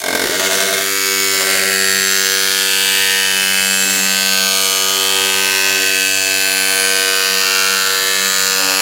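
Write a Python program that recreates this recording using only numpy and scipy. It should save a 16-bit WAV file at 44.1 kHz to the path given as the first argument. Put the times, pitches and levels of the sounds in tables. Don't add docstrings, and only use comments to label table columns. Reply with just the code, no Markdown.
import sys
import numpy as np
from scipy import signal
from scipy.fft import rfft, irfft, next_fast_len
from scipy.io import wavfile
from scipy.ndimage import uniform_filter1d, map_coordinates

SR = 44100
rng = np.random.default_rng(int(sys.argv[2]) if len(sys.argv) > 2 else 0)


def dump_mix(stems):
    frames = np.atleast_2d(stems).T
    limited = np.clip(frames, -1, 1)
    pcm = np.round(limited * 32767).astype(np.int16)
    wavfile.write(sys.argv[1], SR, pcm)


N = 388521
TIME = np.arange(N) / SR
FFT_SIZE = next_fast_len(N + 4096, True)
HZ = np.fft.rfftfreq(FFT_SIZE, 1 / SR)
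FIRST_BITE_S, CHATTER_FADE_S = 0.037, 0.14


def gain_of(db):
    return np.exp(np.asarray(db) * np.log(10) / 20)


def curves(rows):
    times_s, *columns = np.transpose(rows)
    return [np.interp(TIME, times_s, column) for column in columns]


def steady(x, size=2400):
    power = uniform_filter1d(uniform_filter1d(x ** 2, size), size)
    return x / np.sqrt(abs(power) + 1e-14)


def colour(x, points):
    hz, db = np.transpose(points)
    response = gain_of(np.interp(np.log(HZ + 1), np.log(hz), db))
    return irfft(rfft(x, FFT_SIZE) * response, FFT_SIZE)[:N]


def resonate(x, hz, width_hz):
    carrier = np.exp(2j * np.pi * np.cumsum(hz * np.ones(len(x))) / SR)
    r = np.exp(-np.pi * width_hz / SR)
    return (carrier * signal.lfilter([(1 - r) ** 2], [1, -2 * r, r * r], x / carrier + 1e-18)).real


def blend(clean, rough, share):
    share = np.clip(share, 0, 1)
    return np.sqrt(1 - share) * clean + np.sqrt(share) * rough


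def drift(max_hz, count=24):
    times_s = np.linspace(0, TIME[-1], count * count)
    waves = np.sin(2 * np.pi * (max_hz * rng.random((count, 1)) * times_s + rng.random((count, 1))))
    return np.interp(TIME, times_s, waves.sum(0) * np.sqrt(2 / count))


def arch(peak_s, length_s):
    return np.where(abs(TIME - peak_s) < length_s / 2, np.cos(np.pi * (TIME - peak_s) / length_s), 0)


def spell(start_s, end_s):
    return np.clip(1 + np.minimum(TIME - start_s, end_s - TIME) / CHATTER_FADE_S, 0, 1)


def throb(bounce_rad, depth):
    return (1 + depth * np.cos(bounce_rad)) / np.sqrt(1 + depth ** 2 / 2)


# (time [s], stroke rate [Hz])
CUT_SPEED = [(0.5, 96.45), (0.9, 97.39), (1.6, 96.47), (2.4, 96.66), (2.8, 96.59), (3.45, 96.01),
             (4.4, 96.34), (4.7, 96.03), (5.55, 96.26), (5.9, 95.88), (6.15, 96.26), (6.95, 96.08),
             (7.15, 95.72), (8.15, 95.99), (8.7, 95.51), (8.81, 95.54)]


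def motor(idle_hz=44.74, trigger_s=0.232, run_up_s=0.048):
    idling = np.exp(-np.maximum(TIME - trigger_s, 0) / run_up_s)
    strokes = np.cumsum(idle_hz * idling + curves(CUT_SPEED)[0] * (1 - idling)) / SR
    return strokes - np.interp(FIRST_BITE_S, TIME, strokes) + 2, idling


def stroke_age(strokes, loose, jitter_s=0.00027):
    bites_s = np.interp(np.arange(1, int(strokes[-1]) + 1), strokes, TIME)
    bites_s += jitter_s * np.interp(bites_s, TIME, loose) ** 2 * rng.standard_normal(len(bites_s))
    bites_s = np.r_[-0.01, np.sort(bites_s)]
    return TIME - bites_s[np.searchsorted(bites_s, TIME, side="right") - 1]


def stroke_force(strokes, age_s, idling, loose, snatch_db=1.0):
    uneven_db = (0.24 + 1.9 * loose) * rng.standard_normal(1000)[strokes.astype(int)]
    first_db = np.interp(strokes, [1.9, 2, 2.9, 3], [-8, -2, -2, 0])
    rest_db = np.interp(age_s, [0.011, 0.018], [0, -3])
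    return gain_of(uniform_filter1d(uneven_db + first_db + rest_db + snatch_db * idling, size=40))


def tooth_bite(age_s, peak_s=0.00015, spread_s=0.00005):
    pulse = np.exp(-((age_s - peak_s) / spread_s) ** 2)
    return steady(pulse - pulse.mean())


def knock(age_s, loose, decay_s, tail, change_hz):
    paths = rng.standard_normal((64, 1300))
    scatter = map_coordinates(paths, [TIME * change_hz, age_s * SR], order=2, mode="mirror")
    return steady(scatter * (np.exp(-age_s / decay_s) + tail * (1 + loose) * np.exp(-age_s / 0.032)))


def tear_chips(age_s, loose, decay_s=0.0046):
    rattle = 0.99 * (1 + 2.5 * loose) * np.exp(-age_s / 0.1)
    return steady(rng.standard_normal(N) * (np.exp(-age_s / decay_s) + rattle))


def disperse(x, delay_at_1khz_s=0.0031):
    lag_rad = 4 * np.pi * delay_at_1khz_s * np.sqrt(HZ * 1000)
    return irfft(rfft(x, FFT_SIZE) * np.exp(-1j * lag_rad), FFT_SIZE)[:N]


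# (time [s], centre [Hz], level before trim [dB])
LOW_RING = [(0.0, 1975, -31), (0.25, 1830, -21.5), (1.15, 1760, -22.5), (1.9, 1800, -18.5),
            (2.8, 1660, -22.5), (3.05, 1840, -22.5), (3.75, 1720, -22), (4.25, 1960, -27.8),
            (4.45, 1410, -30.9), (4.75, 1440, -27.2), (5.45, 2100, -26.5), (5.85, 1930, -23),
            (6.2, 1780, -27), (7.0, 1740, -26.5), (7.15, 1450, -21), (7.65, 1460, -18), (8.15, 1610, -20),
            (8.81, 1630, -23.5)]
MID_RING = [(0.0, 3040, -34.6), (0.3, 3140, -27.5), (0.85, 3200, -25.9), (1.0, 3060, -25.5),
            (1.45, 2680, -24), (2.1, 2870, -22), (2.5, 3260, -20.6), (2.95, 3000, -16.5),
            (3.4, 2960, -19.5), (3.95, 2960, -25), (4.45, 3320, -22), (5.15, 3040, -18.5),
            (5.6, 2720, -19.5), (6.15, 2960, -20.5), (7.65, 2640, -18.5), (7.85, 2800, -23),
            (8.35, 2990, -26), (8.81, 2710, -21)]
# (time [s], level before trim [dB])
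TOP_RING = [(0.0, -32), (0.07, -31), (0.19, -33), (0.39, -25), (0.86, -32), (1.05, -23.5), (1.28, -25),
            (1.94, -20.5), (2.7, -24.5), (3.41, -31), (3.61, -24.5), (4.29, -19.5), (5.05, -24.5),
            (7.58, -20.5), (8.79, -21), (8.81, -22)]
RING_WIDTH_HZ = [880, 1260, 1630]
RING_TRIM_DB = [-2.36, -1.0, -3.5]
# (frequency [Hz], gain [dB])
PLATE_SPECTRUM = [(300, -67), (850, -5), (1200, -1), (1500, 0.5), (2200, -4.5), (2800, -4), (3600, 2),
                  (4400, 7.5), (5100, -2.5), (6000, -27), (9000, -54)]


def sheet_ring(drive, top_hz=4394, dense_db=-8.5):
    resonances = [curves(LOW_RING), curves(MID_RING), [top_hz, *curves(TOP_RING)]]
    radiated = colour(drive, [(60, -10), (500, -11), (1050, -8), (1400, 5.5)])
    rings = sum(gain_of(db + trim_db) * steady(resonate(radiated, hz, width_hz))
                for (hz, db), width_hz, trim_db in zip(resonances, RING_WIDTH_HZ, RING_TRIM_DB))
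    level = np.sqrt(sum(gain_of(db) ** 2 for _, db in resonances))
    return rings + gain_of(dense_db) * level * steady(colour(drive, PLATE_SPECTRUM))


# (centre [Hz], width [Hz], relative level [dB])
FREE_MODES = [(403, 62, -25.5), (621, 18, -24.5), (1580, 180, -20), (2155, 150, -20.5), (3590, 490, -25.5),
              (5280, 300, -26.5)]


def free_ring(drive, loose):
    return loose ** 1.6 * sum(gain_of(db) * steady(resonate(drive, hz, width_hz), size=4800)
                              for hz, width_hz, db in FREE_MODES)


# (time [s], relative level [dB])
BED_SPECTRUM = [(60, -70), (400, -29), (520, -42), (570, 4.5), (700, 4), (830, -0.5), (1000, -3.5),
                (1130, -1.5), (1300, -3), (4000, -68)]
BED_LEVEL = [(0.0, -23.5), (0.14, -24), (0.37, -31), (0.42, -27), (0.81, -31), (0.93, -38), (1.33, -39),
             (1.42, -27.5), (1.99, -39), (4.05, -31.5), (4.09, -32.5), (5.72, -28.5), (5.96, -36),
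             (6.75, -30), (7.39, -36.5), (8.46, -32.5), (8.66, -25), (8.81, -26)]


def bed_ring(drive, lifted, bounce_rad, trim_db=-0.83):
    level = gain_of(curves(BED_LEVEL)[0] + trim_db) * throb(bounce_rad, depth=0.52 * lifted)
    return level * steady(colour(drive, BED_SPECTRUM))


def chip_spray(age_s, peak_s=0.0034, spread_s=0.0022, grit_db=2.2):
    sizes = gain_of(grit_db * np.repeat(rng.standard_normal(N // 24 + 1), 24)[:N])
    envelope = np.exp(-((age_s - peak_s) / spread_s) ** 2) + 0.65
    return steady(rng.standard_normal(N) * sizes * envelope)


def blade_twist(x, patch_db=1.8, size=512):
    _, _, spectra = signal.stft(x, SR, nperseg=size)
    bins, frames = np.indices(spectra.shape)
    patches = map_coordinates(rng.standard_normal(spectra.shape), [bins / 4.4, frames / 38], order=2)
    return signal.istft(spectra * gain_of(patch_db * patches), SR, nperseg=size)[1][:N]


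# (time [s], relative level [dB])
TEETH_SPECTRUM = [(1000, -26.5), (2200, 0.5), (4000, -5.5), (5400, -2.5), (6200, 0.5), (7300, 0),
                  (8500, -5), (9800, -3), (11500, -3.5), (13300, -5.5), (14700, -2.5), (16000, -7)]
TEETH_LEVEL = [(0.0, -17), (0.05, -26), (0.54, -19.5), (0.83, -21), (1.47, -19), (1.79, -20), (2.21, -19.5),
               (3.24, -20), (4.0, -19), (4.09, -20.5), (4.64, -19), (5.23, -20), (6.77, -20), (7.8, -20.5),
               (8.51, -19.5), (8.81, -19.5)]


def teeth_rasp(drive, age_s, trim_db=1.76):
    knocks = colour(drive, [(7000, 0.5), (10000, 0.5), (13000, -5)])
    spray = colour(chip_spray(age_s), [(5000, -12.5), (10000, -9.5), (13000, -5.5)])
    rasp = blade_twist(colour(knocks + spray, TEETH_SPECTRUM))
    return gain_of(curves(TEETH_LEVEL)[0] + trim_db) * steady(rasp)


# (frequency [Hz], gain [dB])
FAN_SPECTRUM = [(20, -20), (45, -33), (70, 7), (100, 6), (140, 11), (250, 4), (450, 5), (700, -7.5),
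                (1500, -29)]


def fan(level_db=-52):
    level = gain_of(level_db + 2.8 * drift(9.3))
    return level * steady(colour(rng.standard_normal(N), FAN_SPECTRUM), size=20000)


# (frequency [Hz], gain [dB])
THUD_SPECTRUM = [(40, -55), (70, -24), (100, -15), (160, -13), (220, -6), (300, -2), (420, 0), (520, -3),
                 (700, -14), (1500, -60)]


def thud(age_s, chips, idling, loose, base_db=-43.5, loose_db=22, idle_db=7):
    knocks = knock(age_s, loose, decay_s=0.006, tail=0.85, change_hz=0.902)
    blows = blend(knocks, chips, share=0.055 + 0.5 * loose)
    onset = np.clip(TIME / (3 * FIRST_BITE_S), 0, 1)
    level = gain_of(base_db + loose_db * loose + idle_db * idling)
    return level * onset * steady(colour(blows, THUD_SPECTRUM))


def motor_kick(chips, idling, gain_db=-21):
    kick = 4 * idling * (1 - idling)
    return gain_of(gain_db) * kick * steady(resonate(chips, hz=390, width_hz=220))


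# (stroke multiple, relative level [dB])
HUM_HARMONICS = [(2, -41), (3, -46.5), (4, -40), (5, -34.5), (7, -41), (13, -48), (16, -40), (27, -36)]
# (peak [s], length [s], stroke multiple, relative level [dB])
HUM_SWELLS = [(1, 2.3, 3, -34.5), (1.256, 1.2, 23, -24), (1.497, 3.2, 4, -29), (1.85, 1.1, 20, -25.5),
              (1.895, 1.05, 2, -36.5), (2.404, 0.6, 17, -26.5), (3, 0.75, 30, -31), (3.1, 0.53, 19, -25),
              (3.6, 2, 27, -26.5), (3.994, 1.8, 2, -31.5), (4.35, 0.72, 16, -26.5), (4.35, .9, 7, -35),
              (4.8, 2.34, 13, -29.5), (5.395, 1.76, 4, -29), (5.7, 3, 3, -39.5), (5.95, 2.3, 27, -22.5),
              (5.8, 1.5, 16, -26), (6.61, 1.9, 7, -31.5), (6.898, 1.6, 16, -26.5), (7, 0.91, 5, -27.5),
              (7.7, 1.5, 49, -26.5), (8.303, 3.3, 5, -32.5), (8.214, 3.3, 13, -31.5),
              (8.704, 0.32, 3, -34.5)]
# (time [s], relative level [dB])
BODY_SHAKE = [(0, -48.5), (1.5, -53), (5.3, -56.5), (6.2, -48), (7.3, -55.5), (8.81, -54)]


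def hum(strokes, idling, loose, bounce_rad, loose_db=8, wander_db=2.0, waver_db=1.11):
    powers = {}
    for multiple, db in HUM_HARMONICS:
        order = round(multiple)
        lift_db = loose_db * loose * (2 < order < 8)
        powers[order] = gain_of(db + lift_db + wander_db * drift(2.5)) ** 2
    for peak_s, length_s, multiple, db in HUM_SWELLS:
        order = round(multiple)
        powers[order] = powers.get(order, 0) + (gain_of(db) * arch(peak_s, length_s)) ** 2
    out = gain_of(curves(BODY_SHAKE)[0] + 2.8 * drift(7)) * np.sin(2 * np.pi * strokes)
    for order, power in powers.items():
        pulsing = throb(bounce_rad + 2 * np.pi * rng.random(), depth=1.02 * loose)
        damping = 1 + 0.58 * loose * (order > 10)
        level = np.sqrt(power) * gain_of(waver_db * drift(8)) * pulsing / damping
        lag_cycles = 0.21 * np.sqrt(order)
        out += level * np.cos(2 * np.pi * (order * strokes - lag_cycles))
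    return np.sqrt(2) * out * (1 - idling) ** 6


# (start [s], end [s], looseness [0-1], bounce rate [Hz], squawk's stroke multiple, relative level [dB])
CHATTER_SPELLS = [(0.329, 0.77, 0.51, 10.72, 7, -27), (1.42, 1.66, 0.29, 13.7, 6, -30),
                  (3.877, 3.973, 0.19, 9.8, 3, -41), (5.785, 5.86, 0.2, 11, 8, -41),
                  (8.62, 8.744, 0.15, 9.5, 6, -30)]


def chatter(idling, held_loose=0.034, idle_loose=0.57):
    loose, bounce_rad = np.maximum(held_loose, idle_loose * idling), np.zeros(N)
    for start_s, end_s, looseness, rate_hz, _, _ in CHATTER_SPELLS:
        loose = np.maximum(loose, looseness * spell(start_s, end_s))
        begun = TIME > start_s - CHATTER_FADE_S
        bounce_rad[begun] = 2 * np.pi * rate_hz * (TIME[begun] - start_s)
    return loose, bounce_rad


def squawk(strokes, idling, bounce_rad, bend_cycles=0.15):
    tones = np.zeros(N)
    for start_s, end_s, _, _, multiple, db in CHATTER_SPELLS:
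        cycles = round(multiple) * strokes - bend_cycles * np.sin(bounce_rad)
        tones += gain_of(db) * spell(start_s, end_s) * np.sin(2 * np.pi * cycles)
    return np.sqrt(2) * tones * throb(bounce_rad, depth=0.8) * (1 - idling) ** 8


# (peak [s], length [s], centre [Hz], width [Hz], relative level [dB])
BLADE_NOTES = [(1.1, .95, 11950, 500, -32), (1.25, 0.66, 5300, 400, -26.5), (2.102, 0.81, 7450, 400, -25.5),
               (2.9, .4, 14700, 700, -31), (3.6, .6, 9330, 450, -27.5), (3.943, .98, 7440, 450, -26),
               (4.35, 0.99, 6700, 500, -31), (4.65, 0.44, 8500, 350, -29), (6.25, 1, 7130, 400, -34),
               (6.8, .99, 9760, 380, -27), (8.452, 0.86, 7160, 1000, -27), (8.72, 0.41, 5500, 200, -29)]


def blade_sing(drive):
    out = np.zeros(N)
    for peak_s, length_s, hz, width_hz, db in BLADE_NOTES:
        span = abs(TIME - peak_s) < length_s / 2
        ring = steady(resonate(drive[span], hz, width_hz))
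        out[span] += gain_of(db) * arch(peak_s, length_s)[span] * ring
    return out


def scene():
    strokes, idling = motor()
    loose, bounce_rad = chatter(idling)
    lifted = loose * (1 - idling)
    age_s = stroke_age(strokes, loose)
    bite = tooth_bite(age_s)
    scatter = knock(age_s, loose, decay_s=0.0024, tail=0.24, change_hz=1.689)
    chips = tear_chips(age_s, loose)
    sheet_knock = blend(bite, scatter, share=0.9 + 0.12 * loose)
    bed_knock = blend(bite, scatter, share=0.77 + 0.39 * loose)
    edge_knock = knock(age_s, loose, decay_s=0.0016, tail=0.56, change_hz=2.121)
    sheet_drive = disperse(blend(sheet_knock, chips, share=0.036 + 0.46 * loose))
    bed_drive = disperse(blend(bed_knock, chips, share=0.086 + 0.37 * loose))
    edge_drive = disperse(blend(edge_knock, chips, share=0.27 + 0.44 * loose))
    cutting = (gain_of(-2.5 * lifted) * sheet_ring(sheet_drive)
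               + gain_of(1.5 * lifted) * free_ring(bed_drive, loose)
               + bed_ring(bed_drive, lifted, bounce_rad)
               + teeth_rasp(edge_drive, age_s)
               + thud(age_s, chips, idling, loose)
               + motor_kick(chips, idling)
               + blade_sing(blend(edge_drive, chips, share=0.099)))
    cutting *= stroke_force(strokes, age_s, idling, loose)
    tones = hum(strokes, idling, loose, bounce_rad) + squawk(strokes, idling, bounce_rad)
    return (cutting + tones + fan())[None]


def record(dry):
    cutoff_hz = 15950
    taps = signal.firwin(801, cutoff_hz, window=("kaiser", 8), fs=SR)
    return signal.oaconvolve(dry, taps[None], "same")


dry = scene()
out = record(dry)
dump_mix(out)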